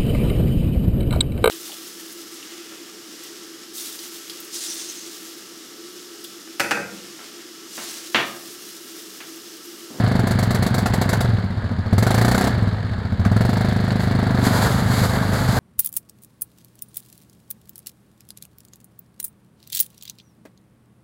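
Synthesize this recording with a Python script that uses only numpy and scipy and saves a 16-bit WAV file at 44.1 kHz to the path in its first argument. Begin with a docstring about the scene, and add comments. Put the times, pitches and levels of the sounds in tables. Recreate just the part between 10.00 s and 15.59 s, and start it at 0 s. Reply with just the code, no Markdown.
"""In a muddy forest pool a few metres away, a single-cylinder quad bike is bogged down.
It stutters under load with misfires and sharp bangs, drops to idle, revs once, idles and pulls away.
Each firing sends out a puff of gas that thumps in the silencer, barks in the tail pipe and rasps at
its mouth. Valves, gears and belt clatter, and trunks and banks echo the bark and rasp.
The spinning wheels churn the pool and, at the end, fling mud and water."""
import sys
import numpy as np
from scipy import signal
from scipy.io import wavfile

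SR = 44100
rng = np.random.default_rng(int(sys.argv[2]) if len(sys.argv) > 2 else 0)


def bounce(signal):
    """Save signal as a 16-bit WAV file at the path given by the first command-line argument."""
    frames = np.transpose(np.atleast_2d(signal))
    limited = np.clip(frames, -1, 1)
    pcm = np.round(limited * 32767).astype(np.int16)
    wavfile.write(sys.argv[1], SR, pcm)


N = 246519
TIME = np.arange(N) / SR
WORKING_SPEED = 25.46   # firings per second when the engine pulls
ONSET_SAMPLES = int(.022 * SR)   # a burst's level is set over its first 22 ms

# How fast the engine runs. Each row: time in seconds, firings per second.
ENGINE_SPEED = [(0.0, 26.061), (0.404, 25.248), (1.202, 26.117), (1.488, 14.967), (1.87, 13.144),
                (2.029, 23.97), (2.208, 29.184), (2.47, 32.662), (2.61, 21.067), (2.844, 15.293),
                (3.192, 13.433), (3.354, 21.689), (3.534, 25.902), (4.226, 25.73), (4.436, 24.283),
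                (4.676, 25.865), (5.6, 25.122)]


def from_db(db):
    """Turns decibels into a factor to multiply a sound by."""
    return 10 ** (np.asarray(db) / 20)


def rms_one(x):
    """Scales a signal so that its average level (rms) is 1."""
    return x / np.sqrt(np.mean(x ** 2) + 1e-20)


def read(rows, times):
    """Looks up each column of a table at the given times, along straight lines between its rows."""
    row_times, *columns = np.transpose(rows)
    return [np.interp(times, row_times, column) for column in columns]


def cut(x, hz, kind, order):
    """Keeps the "low" or the "high" side of a frequency; a higher order cuts more steeply."""
    return signal.sosfilt(signal.butter(order, hz, kind, fs=SR, output="sos"), x)


def coloured(x, spectrum):
    """Gives a noise the tone colour in a table, falling away steeply past its ends; level 1."""
    hz, db = np.transpose(spectrum)
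    freqs = np.maximum(np.fft.rfftfreq(N, 1 / SR), 1)
    edges = np.minimum(freqs / hz[0], 1) ** 4 * np.minimum(hz[-1] / freqs, 1) ** 4
    gain = from_db(np.interp(np.log(freqs), np.log(hz), db))
    return rms_one(np.fft.irfft(np.fft.rfft(x) * edges * gain, N))


def drift(per_s):
    """A random wander that heads for a new value per_s times a second; level 1."""
    return rms_one(np.interp(TIME * per_s, np.arange(4096), rng.standard_normal(4096)))


def grains(per_s, spread_db):
    """Random clicks of uneven size; level 1."""
    sizes = from_db(spread_db * np.minimum(rng.exponential(1, N), 4)) * rng.choice([-1, 1], N)
    return rms_one(sizes * (rng.random(N) < per_s / SR))


def resonate(x, notes):
    """Lets a sound ring a set of notes, added with alternating sign; narrow notes ring longer."""
    out = 0
    for k, (hz, width, db) in enumerate(notes):
        decay = np.exp(-np.pi * width / SR)
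        gain = (1 - decay ** 2) / 2
        feedback = [1, -2 * decay * np.cos(2 * np.pi * hz / SR), decay ** 2]
        out = out - (-1) ** k * from_db(db) * signal.lfilter([gain, 0, -gain], feedback, x)
    return out


def strike(times, db, shape):
    """Plays a short shape at each time, starting at the level db."""
    clicks = np.zeros(N)
    clicks[np.clip(np.round(times * SR).astype(int), 0, N - 1)] = from_db(db)
    onset_level = np.sqrt(np.mean(shape[:ONSET_SAMPLES] ** 2))
    return signal.fftconvolve(clicks, shape / onset_level)[:N]


def puff(rise_s, fall_s):
    """A quick swell and a slower fall, like the gas flow when the exhaust valve opens."""
    t = TIME[:SR // 3]
    return (1 - np.exp(-(t / rise_s) ** 2)) * np.exp(-t / fall_s)


def speed_octaves(times, base_speed=WORKING_SPEED):
    """Engine speed in octaves (doublings) above a base speed in firings per second."""
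    return np.log2(read(ENGINE_SPEED, times)[0] / base_speed)


def firings():
    """The moments when the exhaust valve opens, and which of them are misfires."""
    # Fuel that burns late and weakly. Each entry: time in seconds.
    misfire_times = [.231, .349, .467, .586, .704, .819, .896, .974, 1.053, 1.168]
    cycles = np.cumsum(read(ENGINE_SPEED, TIME)[0]) / SR
    times = np.interp(np.arange(int(cycles[-1]) + 1), cycles, TIME)
    missed = np.abs(times[:, None] - misfire_times).min(axis=1) < .012
    return times - .0028 + rng.normal(0, .00005, len(times)), missed


def throttle_levels(times):
    """The thump comes with the first touch of throttle, the rasp only near wide open."""
    # The rider's throttle. Each row: time in seconds, opening from 0 to 1.
    throttle = [(0.11, 0.55), (0.26, 0.78), (1.21, .89), (1.25, 0.41), (1.53, 0.12), (1.87, 0.21),
                (1.985, 1), (2.33, 1.0), (2.47, 0.74), (2.51, 0.27), (2.64, 0.41), (2.78, 0.06), (3.1, 0.2),
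                (3.41, 0.69), (3.8, 0.48), (4.45, 0.52), (4.9, 0.37), (5.59, 0.34)]
    # Strength of a firing. Each row: throttle opening, then base levels in dB of thump, bark and rasp.
    firing_strength = [(0, -31, -43, -67), (.35, -17, -33, -53.5), (.68, -14, -24.5, -39.5),
                       (.87, -16.5, -27, -31.5), (1.0, -14, -23, -32)]
    thump_db, bark_db, rasp_db = read(firing_strength, read(throttle, times)[0])
    # At high speed the cylinder fills less, so the thump shrinks.
    starved_octaves = np.maximum(speed_octaves(times, base_speed=19.23), 0)
    return thump_db - 8 * starved_octaves, bark_db, rasp_db


def thump(times, missed, level_db):
    """Each gas pulse sets the silencer booming; a misfire comes late and booms a little more."""
    # The silencer's notes, main chamber first. Each row: pitch in Hz, width in Hz, relative level in dB.
    silencer_notes = [(114.1, 10.35, 2.5), (235.5, 59.5, -11.5), (170.3, 30, -9.5), (268, 9.7, -17),
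                      (63.4, 21, -21.5)]
    # Notes above 200 Hz are strongest as the bike climbs out. Each row: time in seconds, boost in dB.
    upper_boost = [(0.15, 2), (0.35, -0.5), (3.6, -1.5), (4.4, 6), (4.7, -2), (5.59, -2.5)]
    # At idle the piston's exhaust and intake strokes add softer beats.
    # Each row: delay in seconds, share of the thump.
    idle_beats = [(.0092, 0.36), (.027, 0.36)]
    heats = np.log(2) * speed_octaves(times) - 0.077 * missed   # slow or missed firings leave cooler gas
    ragged = np.interp(times, [4.4, 4.7], [.45, 1.8])   # the engine burbles as the wheels grab and slip
    level_db = level_db + 3.64 + 0.52 * missed + ragged * rng.standard_normal(len(times))
    times = times + 0.00766 * missed + 0.00042 * (ragged - .45) * rng.standard_normal(len(times))
    scatter_db = rng.normal(0, 2.4, (len(times), len(silencer_notes)))   # no two firings ring alike
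    pulse = puff(rise_s=0.00015, fall_s=0.001)
    out = np.zeros(N + SR)
    for start_s, db, heat, note_db in zip(times, level_db, heats, scatter_db):
        notes = np.array(silencer_notes, float)
        notes[:, 2] += note_db + read(upper_boost, start_s)[0] * (notes[:, 0] > 200)
        notes[0, 0] *= np.exp(0.36 * min(heat, 0))   # sound is slower in cool gas: the main note sinks
        notes[1:, 0] *= np.exp(0.46 * max(heat, 0))   # hot gas lifts the other notes
        notes[0, 2] -= 38 * max(heat - .04, 0)   # fast flow chokes the main chamber
        boom = resonate(pulse, notes)
        boom = from_db(db) * boom / np.std(boom[:ONSET_SAMPLES])
        start = max(int(start_s * SR), 0)
        out[start:start + len(boom)] += boom
        idling = np.clip((-heat - .3) / .3, 0, 1)
        for delay_s, share in idle_beats:
            beat = start + int(delay_s * SR)
            out[beat:beat + len(boom)] += share * idling * boom
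    return out[:N]


def bark(times, missed, level_db, rasp_db):
    """Each pulse's steep front rings the tail pipe; swirling gas roars there and cracks in backfires."""
    # The tail pipe's notes. Each row: pitch in Hz, width in Hz, relative level in dB.
    pipe_notes = [(343.5, 18.2, 7), (425.5, 28.4, 3.5), (500.4, 43, 7), (540, 470, 3), (689.4, 30.3, 14.5),
                  (697.4, 88, 5), (966, 107, -6), (1010, 29, -3.5), (1366, 148, 3), (1476, 140, 1.5),
                  (1780, 170, -0.5), (1970, 113, -3)]
    level_db = level_db - 8 * missed + rng.normal(0, .4, len(times))
    front = puff(rise_s=0.000071, fall_s=0.00025)
    ring = cut(resonate(front, pipe_notes), hz=268, kind="high", order=2)
    gas = resonate(rng.standard_normal(N), pipe_notes)
    gas = rms_one(cut(gas, hz=676, kind="high", order=2))
    rush_db = 13 * np.maximum(speed_octaves(times), 0)   # gas rushes harder above working speed
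    roar_db = (level_db + rasp_db) / 2 - 4 * missed + rush_db
    roar = gas * strike(times + 0.00033, roar_db, puff(rise_s=0.0037, fall_s=0.0077))
    return strike(times + 0.00159, level_db, ring) + roar + backfires(gas)


def rasp(times, missed, level_db):
    """The jet at the pipe mouth tears into a bright burst at each clean firing; a gentle jet is duller."""
    # The hiss of the jet. Each row: frequency in Hz, relative level in dB.
    jet_colour = [(1180, -93), (2000, -10), (2180, 1), (2320, -11), (2570, -31), (3100, -18), (3410, -9.5),
                  (4490, -2), (5430, -12), (7590, -6.5), (8940, -12.5), (10500, -9.5), (12600, -12),
                  (15600, -19.5)]
    bright_db = level_db - 19 * missed + rng.normal(0, 0.12, len(times))
    dull_db = -23 + 0.43 * bright_db - 6 * missed   # the dull part swings less than the bright part
    bright = coloured(rng.standard_normal(N) + grains(per_s=4000, spread_db=2), jet_colour)
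    dull = coloured(rng.standard_normal(N), jet_colour)
    dull = rms_one(cut(dull, hz=5020, kind="low", order=6))
    return (bright * strike(times - 0.0004, bright_db, puff(rise_s=0.0035, fall_s=0.013))
            + dull * strike(times, dull_db, puff(rise_s=0.0006, fall_s=0.014)))


def machinery(times):
    """Valves tick twice a cycle over the churning of gears and belt, all louder at higher speed."""
    # The clatter of the moving parts. Each row: frequency in Hz, relative level in dB.
    clatter_colour = [(190, -37), (320, 18), (746, 8.5), (968, 5.5), (1050, 2), (1240, 4.5), (1320, 3),
                      (1660, 9), (1920, 3), (2220, -0.5), (2410, -8.5), (4470, -2), (5800, -25.5),
                      (6820, -18), (15600, -38)]
    tick_times = np.concatenate([times[:-1] + share * np.diff(times) for share in (.3, .72)])
    ticks = strike(tick_times, rng.normal(-7, 3, len(tick_times)), puff(rise_s=.0004, fall_s=.009))
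    noise = rng.standard_normal(N) + 0.77 * grains(per_s=1500, spread_db=-2.5)
    clatter = cut(coloured(noise, clatter_colour), hz=740, kind="high", order=1)
    level_db = -27 + 6.5 * speed_octaves(TIME)
    return from_db(level_db) * clatter * np.sqrt(0.34 + ticks ** 2)


def wheels():
    """Spinning tyres make clods and drops land in clumps under a fine spray; churned water rumbles."""
    # The tyres spin, bite as the bike climbs out, then break loose.
    # Each row: time in seconds, slip from 0 to 1.
    tyre_slip = [(3.2, 0.44), (3.7, 0), (4.15, 0.36), (4.5, 1)]
    # Sloshing mud, hissing spray and rumbling water. Each row: frequency in Hz, relative level in dB.
    mud_colour = [(160, -35), (280, 1.5), (341, -17.5), (418, -1.5), (596, -5.5), (648, -2.5), (1080, -6),
                  (1630, -6), (2140, -16.5), (2600, -32), (3380, -50), (5720, -120)]
    spray_colour = [(1290, -25), (2200, 0.5), (2430, -8.5), (2570, -8), (2960, -7), (3540, -2.5), (4460, 1),
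                    (4920, -2), (5430, -11), (6090, -9), (6940, -5), (9410, -11.5), (11600, -7),
                    (13600, -15.5), (15600, -18)]
    rumble_colour = [(20, -33), (32, -24), (45, -22), (75, -7.5), (130, -10.5), (250, -17.5), (500, -77)]
    spin_octaves = speed_octaves(TIME) + np.log2(np.maximum(read(tyre_slip, TIME)[0], .01))
    mud_db, spray_db = splash_levels(churn_db=-30 + 4.5 * spin_octaves)
    clumps = drift(per_s=51)
    clods = grains(per_s=1800, spread_db=1.5) + 0.54 * rng.standard_normal(N)
    mud = coloured(clods, mud_colour) * from_db(mud_db + 1.87 * clumps)
    drops = grains(per_s=6700, spread_db=-2) + 0.34 * rng.standard_normal(N)
    spray = coloured(drops, spray_colour) * from_db(spray_db + 1.63 * clumps)
    rumble = coloured(rng.standard_normal(N), rumble_colour) * (from_db(-29.5) + from_db(mud_db - 5.5))
    return mud + spray + rumble


def forest(x):
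    """Adds the dull echoes that trunks and banks throw back."""
    # The echoes. Each row: delay in seconds, level in dB.
    echoes = [(.008, -11), (.021, -12), (0.045, -17.5), (.083, -42)]
    dull = cut(x, hz=4570, kind="low", order=1)
    return x + sum(from_db(db) * np.interp(TIME - delay_s, TIME, dull, left=0) for delay_s, db in echoes)


def backfires(gas):
    """Unburnt fuel goes off with a sharp crack: a sudden burst of the pipe's gas noise."""
    # The bangs. Each row: start in seconds, level in dB.
    bangs = [(0.857, -28), (0.933, -32), (1.132, -30), (3.25, -26)]
    times, level_db = np.transpose(bangs)
    return gas * strike(times, level_db, puff(rise_s=0.00045, fall_s=0.0098))


def splash_levels(churn_db):
    """Mud and spray levels in dB: loads flung by the tyres swell and rain down on top of the churn."""
    # The splashes. Each row: peak time in seconds, fade time in seconds, mud in dB, spray in dB.
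    splashes = [(4.03, 0.047, -48, -40), (4.458, 0.041, -46, -32.5), (4.624, 0.22, -23.5, -29),
                (5.004, 0.15, -24.5, -28), (5.36, 0.13, -37, -38.5), (5.551, 0.33, -29.5, -33.5)]
    rise_share = 0.81   # swelling time as a share of the fade time
    mud, spray = from_db(churn_db), 1e-9
    for peak_s, fade_s, mud_db, spray_db in splashes:
        age = (TIME - peak_s) / fade_s
        swell = np.exp(-(np.minimum(age, 0) / rise_share) ** 2 - np.maximum(age, 0))
        mud = np.hypot(mud, from_db(mud_db) * swell)
        spray = np.hypot(spray, from_db(spray_db) * swell)
    return 20 * np.log10([mud, spray])


def scene():
    """Adds exhaust, machinery and wheels into one channel; only the bark and rasp echo."""
    times, missed = firings()
    thump_db, bark_db, rasp_db = throttle_levels(times)
    silencer = thump(times, missed, thump_db)
    tail_pipe = bark(times, missed, bark_db, rasp_db) + rasp(times, missed, rasp_db)
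    return (silencer + forest(tail_pipe) + machinery(times) + wheels())[None]


def record(dry):
    """The microphone rounds off the loudest peaks, and the highest treble is cut."""
    peak_limit, cutoff_hz = 0.92, 15850
    rounded = peak_limit * np.tanh(dry / peak_limit)
    return signal.sosfilt(signal.ellip(12, .1, 90, cutoff_hz, fs=SR, output="sos"), rounded)


dry = scene()
out = record(dry)
bounce(out)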